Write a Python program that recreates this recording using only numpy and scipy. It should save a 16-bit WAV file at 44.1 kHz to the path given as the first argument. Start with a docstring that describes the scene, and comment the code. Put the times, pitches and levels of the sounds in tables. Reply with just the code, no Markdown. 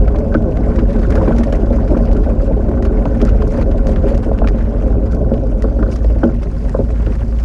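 """A deep throb and a rattling frame, close up: the microphone rides on a training cart that a dog team
pulls along the gritty edge of a wet road. The tyres shake the frame into the throb, road bumps keep it
rumbling, and jolts make loose joints knock and clank and the body boom. Just below, wet grit crunches
and snaps under wheels and paws; near the end, droplets spatter off bare tarmac."""
import sys
import numpy as np
from scipy import signal
from scipy.fft import rfft, irfft
from scipy.io import wavfile
from scipy.ndimage import uniform_filter1d, minimum_filter1d

SR = 44100
rng = np.random.default_rng(int(sys.argv[2]) if len(sys.argv) > 2 else 0)


def transcribe(signal):
    """Save signal, clipped to [-1, 1], as a 16-bit WAV file at the path in sys.argv[1]."""
    frames = np.atleast_2d(signal).T
    limited = np.clip(frames, -1, 1)
    pcm = np.round(limited * 32767).astype(np.int16)
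    wavfile.write(sys.argv[1], SR, pcm)


N = 328280
TIME = np.arange(N) / SR

# ground under the wheels: time_s, crunch_db, spray_db
GROUND = [(0.42, -44, -61.5), (1.33, -33, -54), (1.7, -41.5, -59), (2.07, -40.5, -56), (2.47, -41, -63.5),
          (3.33, -38, -59), (3.79, -44, -60), (4.06, -37.5, -58.5), (4.26, -45, -61.5), (4.57, -37, -59.5),
          (5.26, -49, -62), (6.14, -43, -58), (7.05, -42, -61), (7.38, -44, -60)]
# spectrum of a stone's bright tick: frequency_hz, level_db
TICK_SPECTRUM = [(800, -30), (2500, -11.5), (4800, 9), (6700, 6), (8200, -4.5), (11000, -5), (12200, -19.5),
                 (13500, -12), (15000, -30.5)]
# spectrum of a stone's low crack: frequency_hz, level_db
CRACK_SPECTRUM = [(400, -16.5), (1200, 8), (2000, 3.5), (2800, -3), (3800, -7), (6000, -15), (11000, -43),
                  (14000, -82)]
# jolts that hit the frame: start_s, soft_db, hard_db, ring_db (relative to hard_db)
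JOLTS = [(0.3468, 3, 11.5, -8), (0.785, 18, -1, 1), (1.181, 16.5, 7, -5), (1.2745, 19, 1, -20),
         (1.3092, 12, 3, -17), (1.5259, -7, 8.5, -19), (1.7047, -4, 9, 5), (1.91, 17.5, 1.5, 11),
         (1.9649, 18.5, 8, -4), (2.2868, 9, 6, 5), (2.5105, 12.5, 10, -9), (3.062, 14, -11, -15),
         (3.2233, 18.5, 9.5, 1), (3.4239, 1, -8, -12), (3.5818, -1, 5, 9.5), (3.7958, 12.5, -14, 3),
         (3.888, 13, 7, -1), (4.0338, 12.5, 0.5, 13), (4.112, 10, 8.5, 2), (4.2601, 12, 3, -10),
         (4.3135, -9, 7.5, -30), (4.4187, 17, 10, -20), (4.4434, 6, -2, 7), (5.3146, 12.5, 5, 12),
         (5.6385, 0, 4, 8), (5.786, 17, 2, 6), (5.8835, 8, 0.5, 8), (6.0435, -5, 5.5, -15),
         (6.1588, 12, 2.5, -6), (6.2314, 19, 2, -4), (6.249, 14, 9, -24), (6.7467, 12.5, 14.5, -18),
         (6.7884, 13, 10.5, -4), (6.8006, -10, 7.5, -5), (7.0675, 10, 0, -2)]
# ring of the frame: pitch_hz, t60_s, level_db
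FRAME_MODES = [(181, 0.12, 0.5), (228.7, 0.18, 6), (259, 0.16, -10), (342.4, 0.19, -9), (416.8, 0.11, 5),
               (538.8, 0.091, 6), (623, 0.028, 1.5), (1058, 0.15, -21)]
# ring of a loose fitting: pitch_hz, t60_s, level_db
FITTING_MODES = [(1037, 0.028, -4), (1165, 0.031, -6.5), (1332, 0.023, -6.5), (1384, 0.043, -6),
                 (1518, 0.046, -6)]
# deep ring of the cart's body: pitch_hz, t60_s, level_db
BODY_MODES = [(176.6, 0.21, -6.5), (232.2, 0.37, -3.5), (323, 0.14, 2)]


def amp(db):
    """Decibels to gain."""
    return 10 ** (np.asarray(db) / 20)


def unit(x):
    """Scales to an rms of 1."""
    return x / np.sqrt(np.mean(x ** 2) + 1e-20)


def curves(rows):
    """One curve for each column after the time, with a value for every sample."""
    time_s, *columns = np.transpose(rows)
    return [np.interp(TIME, time_s, column) for column in columns]


def add(mix, start_s, sound):
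    """Mixes a sound in at start_s."""
    part = mix[max(round(start_s * SR), 0):][:len(sound)]
    part += sound[:len(part)]


def wander(rate_hz):
    """Smooth random drift of rms 1, mostly slower than rate_hz."""
    hz = np.fft.rfftfreq(N, 1 / SR)
    return unit(irfft(rfft(rng.standard_normal(N)) * np.exp(-(hz / rate_hz) ** 2), N))


def colour(x, spectrum, size=4096):
    """Minimum-phase filter of energy 1 with the given spectrum: clicks keep their sharp front."""
    hz, db = np.transpose(spectrum)
    bin_hz = abs(np.fft.fftfreq(size, 1 / SR))
    log_gain = np.log(amp(np.interp(np.log(bin_hz + 1), np.log(hz), db)))
    response = np.fft.ifft(np.exp(np.conj(signal.hilbert(log_gain)))).real[:size // 2]
    return signal.oaconvolve(x, response / np.linalg.norm(response))[:len(x)]


def impacts(per_s, spread_db):
    """Random clicks of either sign, mostly small and a few large."""
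    size = amp(spread_db * np.minimum(rng.exponential(1, N), 4))
    return size * rng.choice([-1, 1], N) * (rng.random(N) < per_s / SR)


def steady(x, span_s):
    """Holds the rms near 1 over span_s and keeps the faster grain."""
    span = int(span_s * SR)
    power = uniform_filter1d(uniform_filter1d(x ** 2, span), span)
    return x / np.sqrt(abs(power) + 1e-12)


def resonate(force, modes, top_hz):
    """A force rings a part's dying modes; its rubbery mount rolls off the sound above top_hz."""
    t = TIME[:SR // 3]
    ring = sum(amp(db - 60 * t / t60_s) * np.sin(2 * np.pi * hz * t) * (-1) ** k
               for k, (hz, t60_s, db) in enumerate(modes))
    ring = signal.sosfilt(signal.butter(5, top_hz, fs=SR, output="sos"), ring)
    return signal.oaconvolve(force, ring / np.linalg.norm(ring))[:N]


def padded_blows(blows, modes, focus_octaves, contact_s):
    """Each blow builds over the contact time, favours the mode nearest its pitch and is tuned to it."""
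    t, out = TIME[:SR // 4], np.zeros(N)
    hz, t60_s, mode_db = np.transpose(modes)[:, :, None]
    for start_s, peak_db, lead_hz in blows:
        ratio = hz / hz[np.argmin(abs(hz - lead_hz))]
        share = 1 / np.hypot(1, np.log2(ratio) / focus_octaves)
        partials = share * amp(mode_db - 60 * t / t60_s) * np.sin(2 * np.pi * lead_hz * ratio * t)
        ring = partials.sum(0) * (1 - np.exp(-(t / contact_s) ** 2))
        add(out, start_s - contact_s / 2, amp(peak_db) * ring / abs(ring).max())
    return out


def spatter(per_s, spread_db):
    """Paws and tyres fling droplets off the wet tarmac."""
    # the team reaches bare tarmac: time_s, level_db
    puddles = [(6.2, -87), (6.6, -58), (7.4, -61.5)]
    # spectrum of the droplets: frequency_hz, level_db
    droplet_spectrum = [(3500, -6.5), (4800, 0), (10500, -11.5), (11800, -19), (15000, -24.5)]
    level_db, = curves(puddles)
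    return amp(level_db) * unit(colour(impacts(per_s, spread_db), droplet_spectrum))


def chips(per_s, spread_db, tick_db, crack_db):
    """Small stones click at random, louder where the ground is gritty."""
    grit_db, _ = curves(GROUND)
    snaps = amp(grit_db) * impacts(per_s, spread_db)
    return amp(tick_db) * colour(snaps, TICK_SPECTRUM) + amp(crack_db) * colour(snaps, CRACK_SPECTRUM)


def grit_levels(crunch_db, spray_db, rise_share=0.46):
    """Crunch and spray in dB: the ground's running share plus a swell for each scuff."""
    # a wheel or paw scuffs through wet grit: start_s, length_s, crunch_db, spray_db
    scuffs = [(0.588, 0.14, -49, -70), (1.102, 0.13, -42, -58), (1.242, 0.086, -40.5, -56),
              (1.723, 0.12, -43.5, -59), (2.402, 0.084, -58, -50.5), (3.219, 0.1, -46, -51),
              (3.483, 0.13, -48, -49), (3.569, 0.071, -42.5, -56), (3.857, 0.089, -51, -46.5),
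              (4.063, 0.058, -40.5, -48), (4.207, 0.072, -43, -51), (5.105, 0.039, -56, -48.5),
              (5.89, 0.09, -67, -46.5), (6.566, 0.16, -53, -61), (6.947, 0.13, -45, -64),
              (7.079, 0.096, -50, -55), (7.191, 0.051, -43.5, -52.5), (7.341, 0.11, -48.5, -58)]
    power = amp(np.array(curves(GROUND)) + [[crunch_db], [spray_db]]) ** 2
    for start_s, length_s, *levels_db in scuffs:
        swell = np.interp(np.arange(0, length_s, 1 / SR), [0, rise_share * length_s, length_s], [0, 1, 0])
        for layer, db in zip(power, levels_db):
            add(layer, start_s, (amp(db) * np.sin(np.pi / 2 * swell)) ** 2)
    return 10 * np.log10(power)


def grit_clumps(per_s, decay_s, bed):
    """Strength of grit bursting from under the tread: sudden, dying clumps over a steady bed."""
    power = signal.lfilter([1], [1, -np.exp(-1 / (decay_s * SR))], impacts(per_s, spread_db=3.0) ** 2)
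    return np.sqrt(bed + power / power.mean())


def grains(low_hz, high_hz, spread_db, cycles, count):
    """Single grains of grit, each dying within a few cycles of its own pitch."""
    t, out = TIME[:SR // 60], np.zeros(N)
    for when, pitch, size in rng.random((count, 3)):
        hz = low_hz * (high_hz / low_hz) ** pitch
        db = spread_db * min(-np.log(size), 4)
        add(out, when * TIME[-1], amp(db) * np.sin(2 * np.pi * hz * t) * np.exp(-t * hz / cycles))
    return out


def mottle(x, depth_db, width_hz, length_s):
    """Every wet splat has its own colour: random patches of the spectrum stand out and sink again."""
    hz, t, spectra = signal.stft(x, SR, nperseg=256, noverlap=192)
    patches = rng.standard_normal(spectra.shape[::-1])
    for _ in range(2):
        patches = uniform_filter1d(patches, max(round(length_s / t[1]), 1), axis=0)
        patches = uniform_filter1d(patches, max(round(width_hz / hz[1]), 1), axis=1)
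    gain = unit(amp(depth_db * unit(patches)))
    return signal.istft(spectra * gain.T, SR, nperseg=256, noverlap=192)[1][:N]


def wet_grit():
    """Grains are crushed in clumps and click apart, and the wet tread sprays fine droplets."""
    # spectrum of crushed grit: frequency_hz, level_db
    crunch_spectrum = [(300, -14.5), (750, 11.5), (1100, 8.5), (1500, 5.5), (1800, 3), (2600, -6),
                       (3600, -16.5), (6000, -38.5), (11000, -50.5), (14000, -80.5)]
    # spectrum of the fine gritty hiss, with the top treble cut off above 11 kHz: frequency_hz, level_db
    hiss_spectrum = [(800, -9.5), (2500, 7.5), (3800, 0), (4800, 4), (6500, 0.5), (8000, -4.5), (10800, -9),
                     (11600, -27), (14500, -39.5)]
    crunch_db, spray_db = grit_levels(crunch_db=-10.5, spray_db=2.5)
    clumps = grit_clumps(per_s=65, decay_s=0.0068, bed=0.84)
    coarse = colour(impacts(per_s=1300, spread_db=1.0) * clumps * amp(3.0 * wander(50)), crunch_spectrum)
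    fine = colour(impacts(per_s=3000, spread_db=1.0) * clumps, hiss_spectrum)
    pebbles = grains(low_hz=1000, high_hz=2920, spread_db=5.0, cycles=3.1, count=1200)
    sand = grains(low_hz=3300, high_hz=11000, spread_db=3.5, cycles=2.5, count=1300)
    crunch = amp(7.5) * steady(coarse, span_s=0.2) + amp(-2.5) * steady(pebbles, span_s=0.53)
    spray = steady(fine, span_s=0.34) + amp(-7.5) * steady(colour(sand, hiss_spectrum), span_s=0.39)
    crunch = mottle(crunch, depth_db=2.5, width_hz=500, length_s=0.012)
    spray = mottle(spray, depth_db=3.0, width_hz=450, length_s=0.01)
    return amp(crunch_db) * crunch + amp(spray_db) * spray


def stones(crumble_s, tick_db, crack_db, ring_gain):
    """A stone snaps and its wet crumbs scatter for milliseconds, ringing at a pitch of their own."""
    # snapping stones: start_s, tick_db, crack_db, crumbs_db (relative to the snap)
    snaps = [(0.079, -38, -21.5, 3), (0.158, -46, -22, 13), (0.186, -35, -29, 5), (0.343, -36, -18, -3),
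             (0.5717, -36, -23.5, -5), (0.758, -36, -22, 14), (0.7895, -38, -18, 12), (0.906, -40, -25, 10),
             (0.9303, -36, -33, 0), (0.99, -38, -28, 10), (1.105, -27.5, -21, 0), (1.1247, -40, -21, -19),
             (1.362, -35, -25, 12), (1.1548, -27.5, -16, 0), (1.3828, -27, -20.5, 7),
             (1.4345, -29, -17.5, 10), (1.525, -29, -15.5, 8), (1.554, -33, -26, 3), (2.0535, -37, -28, 4),
             (1.8786, -38, -26.5, 5), (2.0846, -44, -31, -18), (2.115, -47, -25, -8),
             (2.1304, -32, -31, -16), (2.166, -37, -26, 8), (2.247, -47, -29, 0), (2.8244, -33, -20.5, 6),
             (2.8503, -32, -18.5, 12), (3.055, -36, -20.5, -3), (3.2161, -27.5, -15.5, 1),
             (3.2519, -27, -27, -11), (3.29, -36, -18, 7), (3.421, -37, -22, 9), (3.4765, -32.5, -40, 4),
             (3.6112, -38, -28, 2), (3.624, -39, -23, -1), (3.713, -40, -23, 11), (3.87, -28.5, -19.5, -9),
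             (3.9192, -40, -27, -1), (3.961, -43, -18.5, 0), (4.066, -42, -33, 11), (4.1465, -33.5, -24, 6),
             (4.178, -31, -28, -5), (4.388, -41, -21, -7), (4.474, -32, -11.5, -1), (4.486, -28, -17.5, -4),
             (4.609, -49, -28, 7), (5.149, -35, -36, -17), (5.337, -47, -23.5, 15), (5.379, -47, -30, -6),
             (5.623, -27.5, -22, -4), (5.8276, -48, -24.5, 1), (5.9174, -40, -34, -4),
             (5.9583, -29, -25, 13), (6.043, -47, -27, 5), (6.2374, -40, -21, 3), (6.4296, -37, -22.5, 9),
             (6.6952, -32.5, -36, -13), (7.064, -46, -23.5, 10), (7.1541, -37, -30, 2),
             (7.399, -34, -36, 3)]
    t = TIME[:SR // 20]
    tick, crack = np.zeros((2, N))
    pitches_hz = rng.uniform([1400, 4500], [3200, 11000], (len(snaps), 2))  # crack, tick
    noises = rng.standard_normal((len(snaps), 2, len(t)))
    for (start_s, high_db, low_db, crumbs_db), noise, pair_hz in zip(snaps, noises, pitches_hz):
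        scatter = noise * abs(noise) * t ** .25 * np.exp(-t / crumble_s)
        crumbs = amp(crumbs_db) * scatter / np.linalg.norm(scatter, axis=1, keepdims=True)
        bursts = ((t == 0) + crumbs) / np.hypot(1, amp(crumbs_db))  # click and crumbs share energy 1
        for layer, db, burst, hz in zip((crack, tick), (low_db, high_db), bursts, pair_hz):
            ring = signal.lfilter(*signal.iirpeak(hz, Q=12, fs=SR), burst)
            add(layer, start_s, amp(db) * (burst + ring_gain * ring))
    return amp(tick_db) * colour(tick, TICK_SPECTRUM) + amp(crack_db) * colour(crack, CRACK_SPECTRUM)


def rattle_level(road_db, climb_s=0.004, settle_s=0.038, soft_stir_db=-31, ring_stir_db=-29):
    """Level of the rattle in dB: the road's own roughness, stirred up after each jolt."""
    # bumpiness of the road: time_s, level_db
    road = [(0.1, -20), (0.91, -18.5), (1.33, -16.5), (1.49, -19), (2.54, -19.5), (2.77, -18), (3.9, -20),
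            (4.72, -22), (4.88, -20), (5.35, -21.5), (6.22, -27), (6.4, -28), (7.27, -28), (7.35, -31.5)]
    rough_db, = curves(road)
    power, t = amp(rough_db + road_db) ** 2, TIME[:SR // 2]
    stir = (1 - np.exp(-t / climb_s)) * np.exp(-t / settle_s)
    for start_s, soft_db, hard_db, ring_db in JOLTS:
        strength = np.hypot(amp(soft_db + soft_stir_db), amp(hard_db + ring_db + ring_stir_db))
        add(power, start_s, (strength * stir) ** 2)
    return 10 * np.log10(power)


def flex(x, depth, rate_hz):
    """The frame flexes under its load, so its ring drifts in pitch by about the share depth."""
    shift = depth * SR / (np.pi * rate_hz) * wander(rate_hz)
    return np.interp(np.arange(N) + shift, np.arange(N), x)


def dead_spot(x, hz, width_hz):
    """Between two of its modes the frame hardly moves at the microphone."""
    return signal.lfilter(*signal.iirnotch(hz, hz / width_hz, SR), x)


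def rolling():
    """Bumps in the road drum on the frame and jiggle the loose fitting, over a low rumble."""
    # spectrum of a bump's thud: frequency_hz, level_db
    thud_spectrum = [(60, -26.5), (160, -18), (280, 10.5), (480, -2), (640, 1.5), (850, -10.5), (1300, -29),
                     (2200, -71.5)]
    # spectrum of the road rumble: frequency_hz, level_db
    rumble_spectrum = [(12, -19.5), (24, -6), (40, -5.5), (66, -0.5), (85, -3.5), (125, -8.5), (165, -12.5),
                       (260, -12.5), (500, -93)]
    rattle_db = rattle_level(road_db=0.5)
    force = impacts(per_s=420, spread_db=0.37) * amp(1.56 * wander(29))
    ring = flex(resonate(force, FRAME_MODES, top_hz=1400), depth=0.018, rate_hz=4.92)
    bumps = dead_spot(ring + amp(-3.5) * colour(force, thud_spectrum), hz=483.4, width_hz=18)
    jiggle = resonate(impacts(per_s=220, spread_db=4.0), FITTING_MODES, top_hz=1770)
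    rumble = steady(colour(rng.standard_normal(N), rumble_spectrum), span_s=0.28)
    rattle = amp(-1) * steady(bumps, span_s=0.19) + amp(-26.5) * steady(jiggle, span_s=0.97)
    return amp(rattle_db) * rattle + amp(0.46 * rattle_db - 8.5) * rumble


def clanks(level_db):
    """The loose fitting hits its stop and rings briefly."""
    # hits on the stop: start_s, peak_db, pitch_hz
    hits = [(0.0785, -21, 1253), (0.1463, -20, 1030), (0.3215, -24, 1525), (0.3445, -16, 1250),
            (0.3495, -10.5, 1500), (0.7846, -17.5, 1003), (1.049, -21, 1450), (1.1727, -18, 1450),
            (1.2131, -13.5, 1000), (1.276, -13.5, 1060), (1.322, -19.5, 1490), (1.7846, -18, 1000),
            (1.946, -19.5, 1128), (2.163, -26.5, 1380), (3.055, -13, 966.4), (3.2807, -20, 1314),
            (3.4207, -16.5, 1060), (4.4443, -20, 1383), (5.1307, -26, 1370), (5.6426, -20, 1119),
            (5.7908, -25, 1380), (5.8275, -15, 1190), (5.8625, -26, 1466), (6.2325, -13, 1485),
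            (6.2905, -29, 1403), (6.744, -16, 1057), (6.7622, -22, 1012)]
    return amp(level_db) * padded_blows(hits, FITTING_MODES, focus_octaves=0.13, contact_s=0.0014)


def clacks(level_db):
    """Two parts of the frame slap together and stop dead."""
    # slaps: start_s, level_db
    slaps = [(1.3086, -4), (3.0555, -9), (4.3138, -6), (4.4173, -1.5), (4.4435, -10), (6.2325, -2.5)]
    # their dry ring: pitch_hz, t60_s, level_db
    slap_modes = [(652, 0.031, 8), (844, 0.034, -1), (1050, 0.035, -4), (1450, 0.02, -19)]
    force = np.zeros(N)
    for start_s, db in slaps:
        add(force, start_s, [amp(db)])
    return amp(level_db) * resonate(force, slap_modes, top_hz=1650)


def knocks(thump_db, knock_db, body_to_frame_db, joint_to_frame_db):
    """A jolt is a soft push on the body and a hard blow on a slack joint; both set the frame ringing."""
    # hollow, quickly damped ring of the joint: pitch_hz, t60_s, level_db
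    joint_modes = [(428, 0.044, 3.5), (535.4, 0.042, 6.5), (643, 0.033, 1), (880, 0.056, -12)]
    push, blow, carried = np.zeros((3, N))
    for start_s, soft_db, hard_db, ring_db in JOLTS:
        add(push, start_s, [amp(soft_db)])
        add(blow, start_s, [amp(hard_db)])
        add(carried, start_s, [amp(hard_db + ring_db)])
    thump = resonate(push, BODY_MODES, top_hz=705)
    knock = resonate(blow, joint_modes, top_hz=1060)
    carried_knock = resonate(carried, joint_modes, top_hz=1000)
    frame_force = amp(body_to_frame_db) * thump + amp(joint_to_frame_db) * carried_knock
    return amp(thump_db) * thump + amp(knock_db) * knock + resonate(frame_force, FRAME_MODES, top_hz=1220)


def booms(level_db):
    """The cart drops into a hollow and its whole body rings."""
    # drops: start_s, peak_db, pitch_hz
    drops = [(0.351, -4.5, 314), (1.277, -12, 275.5), (5.79, -11.5, 301.2), (6.233, -1, 333)]
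    return amp(level_db) * padded_blows(drops, BODY_MODES, focus_octaves=0.6, contact_s=0.0051)


def throb(rows, jitter, flutter_db, octave_db):
    """A deep, slightly lopsided vibration, unsteady in rate and strength."""
    pitch_hz, level_db = curves(rows)
    phase = 2 * np.pi * np.cumsum(pitch_hz * (1 + jitter * wander(16.4))) / SR
    wave = unit(np.sin(phase) + amp(octave_db) * np.sin(2 * phase))
    return amp(level_db + flutter_db * wander(5.1)) * wave


def tyres():
    """The frame shakes on its tyres, and the tread hums lower still."""
    # shake of the frame: time_s, pitch_hz, level_db
    frame_shake = [(0.0, 53.1, -3.5), (0.28, 55.65, -21.5), (0.88, 47.74, -8.5), (1.64, 52.44, -12),
                   (2.04, 48.43, -11), (2.76, 55.86, -14), (2.92, 47.5, -8), (3.12, 50.24, -16),
                   (3.32, 49.5, -6), (3.52, 55.17, -20.5), (4.52, 47.77, -7), (4.68, 52.84, -11.5),
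                   (5.08, 50.4, -9), (5.44, 50.96, -13), (5.68, 50.9, -8.5), (6.64, 52.78, -15.5),
                   (6.92, 52.2, -10.5), (7.44, 52.23, -12)]
    # hum of the tread: time_s, pitch_hz, level_db
    tread_hum = [(0.0, 37.48, -18), (1.4, 37.18, -20.5), (2.64, 37.2, -15.5), (3.0, 37.05, -21.5),
                 (3.84, 35.64, -14), (5.0, 35.76, -25.5), (7.44, 36.06, -26)]
    shake = amp(-4.5) * throb(frame_shake, jitter=0.0779, flutter_db=2.0, octave_db=-19.0)
    return shake + throb(tread_hum, jitter=0.03155, flutter_db=2.0, octave_db=-10.5)


def scene():
    """Everything that reaches the one microphone on the cart."""
    cart = tyres() + knocks(thump_db=-7.0, knock_db=1.0, body_to_frame_db=-28.5, joint_to_frame_db=-23.5)
    cart += clanks(level_db=-3.5) + clacks(level_db=11.0) + booms(level_db=-0.5)
    gravel = wet_grit() + stones(crumble_s=0.0055, tick_db=10.5, crack_db=10.5, ring_gain=1.12)
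    gravel += chips(per_s=45, spread_db=1.5, tick_db=1.0, crack_db=8.5)
    return (cart + gravel + rolling() + spatter(per_s=1400, spread_db=2.5))[None]


def record(dry, ceiling=0.9, cutoff_hz=15600):
    """A quick limiter holds the peaks down, then a steep low-pass takes off the highest treble."""
    overload = np.maximum(abs(dry[0]) / ceiling, 1)
    gain = uniform_filter1d(minimum_filter1d(1 / overload, size=500), size=500)
    low_pass = signal.firwin(511, cutoff_hz, window=("kaiser", 9), fs=SR)
    return signal.oaconvolve(dry * gain, low_pass[None], "same")


dry = scene()
out = record(dry)
transcribe(out)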